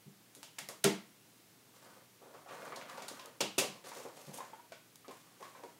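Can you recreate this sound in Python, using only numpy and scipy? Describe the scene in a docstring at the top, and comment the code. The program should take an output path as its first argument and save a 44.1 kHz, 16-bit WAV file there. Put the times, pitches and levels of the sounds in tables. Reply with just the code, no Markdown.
"""Unpacking a wrapped card

A hand slaps a small packet on a wooden table, rummages in a cardboard box and lifts out a film-wrapped card.
Film ticks and snaps and the hard click of the slap are coloured noise bursts; cardboard knocks and table
thuds are decaying modes. Scrape, rustle and rubbing are clumped random slips, filtered or rung through
the resonances of box and card. A small hard room answers with a sparse decaying tail, over hum and hiss.
"""
import sys
import numpy as np
from scipy import signal
from scipy.io import wavfile
from scipy.ndimage import uniform_filter1d

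SR = 44100
rng = np.random.default_rng(int(sys.argv[2]) if len(sys.argv) > 2 else 0)


def bounce(signal):
    """Save signal as a 16-bit WAV file at the path given by the first command-line argument."""
    frames = np.transpose(np.atleast_2d(signal))
    limited = np.clip(frames, -1, 1)
    pcm = np.round(limited * 32767).astype(np.int16)
    wavfile.write(sys.argv[1], SR, pcm)


N = 255515  # length in samples


def gain_of(db):
    """Level law: an amplitude ratio is ten to the power of dB / 20."""
    return 10 ** (np.asarray(db) / 20)


def evened(x):
    """Normalisation by effective value: scales a signal to rms 1."""
    return x / np.sqrt(np.mean(x ** 2) + 1e-20)


def add(mix, start_s, sound):
    """Superposition: adds a sound to the mix at its start time, cut at the end of the mix."""
    part = mix[round(start_s * SR):][:len(sound)]
    part += sound[:len(part)]


def read(points, hz):
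    """Interpolation of a table along a logarithmic frequency axis."""
    point_hz, value = np.transpose(points)
    return np.interp(np.log(hz + 1), np.log(point_hz + 1), value)


def colour(x, points, size=2048):
    """Minimum-phase filtering: the spectrum is shaped causally, so clicks stay sharp."""
    bin_hz = abs(np.fft.fftfreq(size, 1 / SR))
    log_gain = np.log(gain_of(np.maximum(read(points, bin_hz), -100)))
    # the Hilbert transform of the log gain supplies the minimum phase
    response = np.exp(np.conj(signal.hilbert(log_gain)))
    taps = np.fft.ifft(response).real
    return signal.oaconvolve(x, taps)[:len(x)]


def ring(x, hz, width_hz):
    """Damped resonance: one complex pole, with a gain of about 1 at its peak."""
    radius = np.exp(-np.pi * width_hz / SR)
    pole = radius * np.exp(2j * np.pi * hz / SR)
    return 2 * signal.lfilter([1 - radius], [1, -pole], x).real


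def impulse(t):
    """Unit impulse: a single sample of 1 at time zero."""
    return 1. * (t == 0)


# a brighter burst trades ring for treble around these shares
CRACK_RING_DB, CRACK_TREBLE_DB = -1, -5
# film and stiff folds cracking, quick ticks to longer snaps,
# and the hard click of the packet slapping the table at .8427:
# start_s, level_db, ring_hz, brightness_db, time_to_peak_ms, room_share_db
CRACKS_AND_CLICK = [(0.3508, -33.5, 3940, 4, 0.12, 3.5), (0.4303, -30, 2960, -0.5, 0.27, 1),
                    (.584, -36, 2080, -3.5, 2.6, 1.5), (.5877, -35.5, 1920, 8, 1.5, -1.5),
                    (.6876, -29.5, 2000, 3.5, 0.64, 1), (.839, -24.5, 2020, -2, 6.9, 2),
                    (.8427, -5.5, 3350, 6.5, .11, -9), (2.3414, -44, 1840, -3, 0.16, 3),
                    (2.489, -45, 1800, -12, 0.11, 8), (2.6494, -50.5, 1810, 4, 2.5, 3),
                    (2.759, -41, 4040, -1.5, 2.1, 3.5), (2.814, -41, 2160, -13.5, .17, 1.5),
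                    (2.894, -46, 2990, 0, 3, -3), (2.9745, -46, 2280, -4, 0.74, 8),
                    (3.021, -41, 2180, -1.5, 1.3, 4.5), (3.081, -35.5, 4100, 1, 2.8, 1.5),
                    (3.1943, -42.5, 3020, -6, 1.3, 1), (3.258, -38.5, 2680, 4, 0.93, -7),
                    (3.405, -24, 2800, -3, 4.7, -1), (3.579, -22.5, 2670, 0.5, 8.8, 1.1),
                    (3.8414, -44, 1790, -3, 0.34, 8.5), (3.868, -50, 2700, 3, 2.6, 6),
                    (3.9684, -44.5, 2560, 2.5, 2.5, -1), (4.168, -47.5, 2800, 4, 0.98, 4),
                    (4.338, -44.5, 3020, 6, 5.5, 3), (4.372, -44, 3480, 5, 5.5, -1),
                    (4.7211, -40.5, 2240, -5, 0.67, 1), (4.957, -42, 3800, 5, 0.86, -6),
                    (5.0818, -39, 2360, -7.5, 0.19, 1), (5.11, -51, 1770, 3.5, 1.3, 5.5),
                    (5.4252, -50, 3620, -2, 2, 3.5), (5.637, -42, 2190, .6, .15, 4)]


def cracks():
    """Impulsive excitation: each crack or click is a noise burst; the walls return one blow of its colour."""
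    near, sent, t = np.zeros(N), np.zeros(N), np.arange(2048) / SR
    for start_s, level_db, hz, bright_db, peak_ms, room_db in CRACKS_AND_CLICK:
        peak_ms = max(peak_ms, .03)
        phase = 1000 * t / peak_ms  # 1 at the peak of the envelope
        burst = rng.standard_normal(len(t)) * phase * np.exp(1 - phase)
        ring_db, treble_db = CRACK_RING_DB - bright_db, CRACK_TREBLE_DB + bright_db
        shape = [(500, ring_db - 12.0), (hz * 0.2, ring_db - 0.5), (hz * 0.65, ring_db - 5),
                 (hz * 0.98, ring_db + 4.0), (hz, ring_db + 6.5), (hz * 1.16, ring_db + 1.0),
                 (hz * 1.48, ring_db + 1.0), (6200, 0),
                 (10500, treble_db), (13000, treble_db - 6.5), (16000, treble_db - 11)]
        # burst and blow carry equal energy before colouring, in proportion to the rise time
        energy = peak_ms * SR / 1000
        direct = colour(burst, shape) * np.sqrt(energy / (burst ** 2).sum())
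        blow = colour(impulse(t), shape) * np.sqrt(energy)
        add(near, start_s, gain_of(level_db) * direct)
        add(sent, start_s, gain_of(level_db + room_db) * blow)
    return near + room(sent)


# panels that ring longer are thin and stir the room less
KNOCK_ROOM_DB, KNOCK_DRY_DB_PER_S = -6, 155
# the louder a knock reaches the microphone, the smaller the share of room
KNOCK_DRY_PER_DB = 0.3072
# a panel and its untuned neighbours: frequency ratio, amplitude share
PANEL_PARTIALS = [(.62, 0.086), (1, 1), (1.45, 0.074), (2.3, 0.092), (3.6, 0.09)]
# knocks on cardboard: start_s, level_db, pitch_hz, ring_t60_s
CARDBOARD_KNOCKS = [(.363, -57.5, 310, .03), (.429, -60, 930, 0.036), (.584, -43, 885, 0.017),
                    (.688, -38.5, 680, 0.015), (2.213, -52, 510, 0.0085), (2.259, -51.5, 510, 0.016),
                    (2.34, -43.5, 675, 0.0077), (2.462, -44, 770, .034), (2.486, -57, 800, .014),
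                    (2.519, -42, 587, 0.0089), (2.629, -42, 653, .048), (2.722, -33, 1200, 0.018),
                    (2.772, -38, 664, 0.028), (2.897, -43, 1210, 0.028), (3.196, -46, 1040, 0.054),
                    (3.259, -55, 1260, .024), (3.407, -23, 518, 0.01), (3.581, -24, 413, 0.034),
                    (3.841, -50, 527, 0.017), (3.918, -37.5, 966, 0.02), (3.965, -41, 543, 0.017),
                    (4.052, -36, 530, 0.015), (4.385, -39.5, 920, 0.051), (4.405, -34, 1043, 0.037),
                    (4.429, -44.5, 903, 0.05), (4.533, -40.5, 895, 0.053), (4.595, -48, 960, 0.072),
                    (4.72, -42, 658, 0.059), (4.724, -49.5, 1507, 0.047), (5.046, -49.5, 1230, 0.027),
                    (5.081, -40.5, 442, .01), (5.109, -43, 1052, 0.041), (5.267, -59, 1200, 0.024),
                    (5.406, -48, 524, 0.0063), (5.427, -38.5, 1094, 0.034), (5.454, -46, 1160, .043),
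                    (5.55, -44.5, 1020, .03), (5.556, -52.5, 1530, .04), (5.637, -42, 476, 0.018),
                    (5.637, -43.5, 950, 0.072), (5.679, -61, 965, 0.027)]


def knocks():
    """Impact on damped panels: a broad contact puff starts the ringing and fills the room."""
    near, sent, t = np.zeros(N), np.zeros(N), np.arange(4096) / SR
    for start_s, level_db, hz, t60_s in CARDBOARD_KNOCKS:
        panel = sum(share * np.sin(2 * np.pi * hz * ratio * t) for ratio, share in PANEL_PARTIALS)
        panel *= gain_of(-60 * t / max(t60_s, .005))
        panel *= 1 - np.exp(-t / 0.00052)  # soft onset
        puff_shape = [(hz / 4, -24), (hz * 0.64, -2), (hz * 1.67, -2), (hz * 3, -20), (16000, -70)]
        puff = colour(impulse(t), puff_shape)
        puff /= abs(puff).max()
        room_db = KNOCK_ROOM_DB - KNOCK_DRY_PER_DB * level_db - KNOCK_DRY_DB_PER_S * t60_s
        add(near, start_s, gain_of(level_db) * (panel + 0.47 * puff))
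        add(sent, start_s, gain_of(level_db + room_db) * (0.66 * panel + puff))
    return near + room(sent)


PALM_DB, PALM_HZ = 6.5, 267  # a soft, wide blow drives the deepest mode harder
# the low modes' decay times already include the room; only pitches above this feed the separate tail
TAIL_LOW_HZ = 260
# blows into the table top: start_s, level_db, contact_cutoff_hz (higher for a harder contact)
TABLE_BLOWS = [(.059, -50, 232), (0.367, -71, 350), (0.61, -56, 215), (0.688, -66, 600), (.842, -30, 870),
               (1.874, -83, 300), (3.407, -45.5, 510), (3.580, -48.5, 510), (3.678, -53, 298),
               (4.273, -46.5, 197), (5.077, -69, 298)]
# modes of the table top: pitch_hz, relative level_db, t60_s
TABLE_MODES = [(145.6, -2, 0.22), (180, -6.5, 0.37), (193.2, -0.5, 0.25), (216.2, -2.5, 0.3),
               (248.4, -12, 0.097), (305.2, -4.5, 0.21), (325, -1.5, 0.079), (395, -0.5, 0.1),
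               (469.6, -1, 0.1), (600, -1, 0.051), (677, 2.5, 0.067), (870, 5, 0.04), (1070, 9.5, 0.015),
               (1360, 12.5, 0.025)]


def thuds():
    """Modal excitation: every blow rings the same table modes; a soft contact leaves out the high ones."""
    out, t = np.zeros(N), np.arange(SR // 2) / SR
    for start_s, level_db, cutoff_hz in TABLE_BLOWS:
        top = np.zeros(len(t))
        for k, (hz, mode_db, t60_s) in enumerate(TABLE_MODES):
            if k == 0:
                mode_db = mode_db + PALM_DB / (1 + (cutoff_hz / PALM_HZ) ** 4)
            sign = (-1) ** k  # neighbouring modes start in opposite phase
            contact = 1 / (1 + (hz / cutoff_hz) ** 4)
            decay = gain_of(mode_db - 60 * t / t60_s)
            top += sign * contact * decay * np.sin(2 * np.pi * hz * t)
        add(out, start_s, gain_of(level_db) * top * (1 - np.exp(-t / 0.0012)))
    sent = signal.sosfilt(signal.butter(4, TAIL_LOW_HZ, "highpass", fs=SR, output="sos"), out)
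    return out + gain_of(5.5) * room(sent)


# spectrum of scraped cardboard: frequency_hz, relative level_db (per Hz)
SCRAPE_SPECTRUM = [(59, -50), (100, -23), (146, -7.5), (636, 0.5), (911, -11), (1150, -8), (1390, -15.5),
                   (1640, -18), (2510, -17), (2910, -26), (5000, -23), (6500, -68), (11000, -120)]
# walls and hollow of the box: pitch_hz, width_hz, relative level_db
BOX_RESONANCES = [(485, 52, -15.5), (914, 140, -3.5)]
# spectrum of wrinkling film: frequency_hz, relative level_db (per Hz)
RUSTLE_SPECTRUM = [(900, -38), (1800, -0.5), (2800, 2), (4500, 1), (7000, 2), (11000, -3), (15500, -10.5)]
# the thin wrapped card: pitch_hz, width_hz, relative level_db
CARD_RESONANCES = [(986, 390, -7), (1160, 110, -6), (1406, 240, -8.5)]


def rummage():
    """Stick-slip friction: slips on cardboard ring the box and the card; wrinkling film crackles above."""
    slips = colour(grains(per_s=2700.0, spread_db=3.0, clump_db=5.0, clump_s=0.012), SCRAPE_SPECTRUM)
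    box = evened(sum(gain_of(db) * ring(slips, hz, width_hz) for hz, width_hz, db in BOX_RESONANCES))
    scrape = evened(evened(slips) + 0.38 * box)

    wrinkles = grains(per_s=6200.0, spread_db=1.5, clump_db=4.5, clump_s=0.0098)
    rustle = evened(colour(wrinkles, RUSTLE_SPECTRUM))

    rub = grains(per_s=820.0, spread_db=3.5, clump_db=1.0, clump_s=0.017)
    card = evened(sum(gain_of(db) * ring(rub, hz, width_hz) for hz, width_hz, db in CARD_RESONANCES))

    near = strokes(column=2) * scrape + strokes(column=3) * rustle + strokes(column=4) * card
    return gain_of(-1.5) * near + gain_of(-2.5) * room(near)


def grains(per_s, spread_db, clump_db, clump_s):
    """Random point process: slips, most small and a few large, that swell in clumps."""
    clumps = evened(uniform_filter1d(rng.standard_normal(N), round(clump_s * SR)))
    size_db = spread_db * np.minimum(rng.exponential(1, N), 5) + clump_db * clumps
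    sign = rng.choice([-1., 1.], N)
    happens = rng.random(N) < per_s / SR
    return gain_of(size_db) * sign * happens


ATTACK_S, SAG_DB, RELEASE_DB_PER_S = 0.023, -6.5, 127
# strokes of the hand among the packing, levels relative to one another:
# start_s, length_s, cardboard_scrape_db, film_rustle_db, fingers_on_card_db
HAND_STROKES = [(1.2, .25, -83, -72, -85), (1.723, 0.16, -71, -65, -70), (1.808, 0.17, -62, -69, -63.5),
                (2.207, 0.38, -64.5, -80, -67.5), (2.467, 0.43, -53, -65, -53.5),
                (2.867, 0.25, -53.5, -62.5, -53.5), (3.087, .17, -54, -59.5, -56),
                (3.587, 0.063, -44, -50.5, -57), (3.84, 0.16, -53, -54, -57.5),
                (3.948, 0.13, -51.5, -58, -58.5), (4.105, 0.3, -57.5, -60.5, -69),
                (4.32, 0.14, -54, -58, -60), (4.453, 0.12, -64, -72, -65), (5.083, 0.37, -75, -69, -72),
                (5.384, 0.19, -60, -61.5, -66), (5.53, 0.15, -58.5, -68.5, -78)]


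def strokes(column):
    """Amplitude envelope: each stroke sets in quickly, sags while it lasts and dies away."""
    t, out = np.arange(N) / SR, np.zeros(N)
    for row in HAND_STROKES:
        since, length_s = t - row[0], row[1]
        attack = np.clip(since / ATTACK_S, 0, 1)
        sag_db = SAG_DB * np.clip(since / length_s, 0, 1)
        release_db = RELEASE_DB_PER_S * np.maximum(since - length_s, 0)
        stroke = attack * gain_of(row[column] + sag_db - release_db)
        out = np.maximum(out, stroke)  # the stronger stroke wins an overlap
    return out


# decay of the small hard room: frequency_hz, t60_s
ROOM_DECAY = [(120, 0.53), (400, 0.21), (1400, 0.39), (3000, 0.38), (6000, 0.32), (12000, 0.26)]


def room(x):
    """Reverberation: sparse reflections of random sign, each band dying at its own speed; energy 1."""
    taps = np.zeros(SR // 2)
    slot = np.arange(120, SR // 2 - 12, 12)  # one reflection in every 12 samples
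    taps[slot + rng.integers(0, 12, len(slot))] = rng.choice([-1., 1.], len(slot))
    hz, t, bands = signal.stft(taps, SR, nperseg=256)
    decay = gain_of(-60 * t / read(ROOM_DECAY, hz)[:, None])
    tail = signal.istft(bands * decay, SR, nperseg=256)[1]
    return signal.oaconvolve(x, tail / np.linalg.norm(tail))[:N]


AIR_DB = -63.5  # rms level of murmur and hiss together
# room murmur of machines and preamp hiss: frequency_hz, relative level_db (per Hz)
AIR_SPECTRUM = [(15, -54), (25, -27.5), (82, -19.5), (101, -10.5), (164, -4), (215, -6), (281, -4),
                (340, -7), (457, -8.5), (567, -13.5), (631, -12), (1380, -15.5), (2770, -16),
                (15500, -20.5)]
# mains hum: pitch_hz, level_db
MAINS_HUM = (119, -76)


def air():
    """Stationary noise: hiss and low murmur, swelling slightly together, and a steady mains hum."""
    swell = evened(uniform_filter1d(rng.standard_normal(N), 5000))
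    hiss = evened(colour(rng.standard_normal(N), AIR_SPECTRUM, size=8192))
    hum_hz, hum_db = MAINS_HUM
    hum = np.sin(2 * np.pi * hum_hz * np.arange(N) / SR)
    return gain_of(AIR_DB + 0.069 * swell) * hiss + gain_of(hum_db) * hum


MIC_LOW_HZ, EDGE_HZ = 108, 15800  # lower limit of the handling sounds, upper limit of everything


def scene():
    """Superposition of all sources at one microphone."""
    handled = cracks() + knocks() + thuds() + rummage()
    # the small microphone drops the deep bass
    handled = signal.sosfilt(signal.butter(6, MIC_LOW_HZ, "highpass", fs=SR, output="sos"), handled)
    return (handled + air())[None]


def record(dry):
    """Band limitation: a linear-phase low-pass ends the treble."""
    lowpass = signal.firwin(511, EDGE_HZ, window=("kaiser", 9), fs=SR)
    return signal.oaconvolve(dry, lowpass[None], "same")


dry = scene()
out = record(dry)
bounce(out)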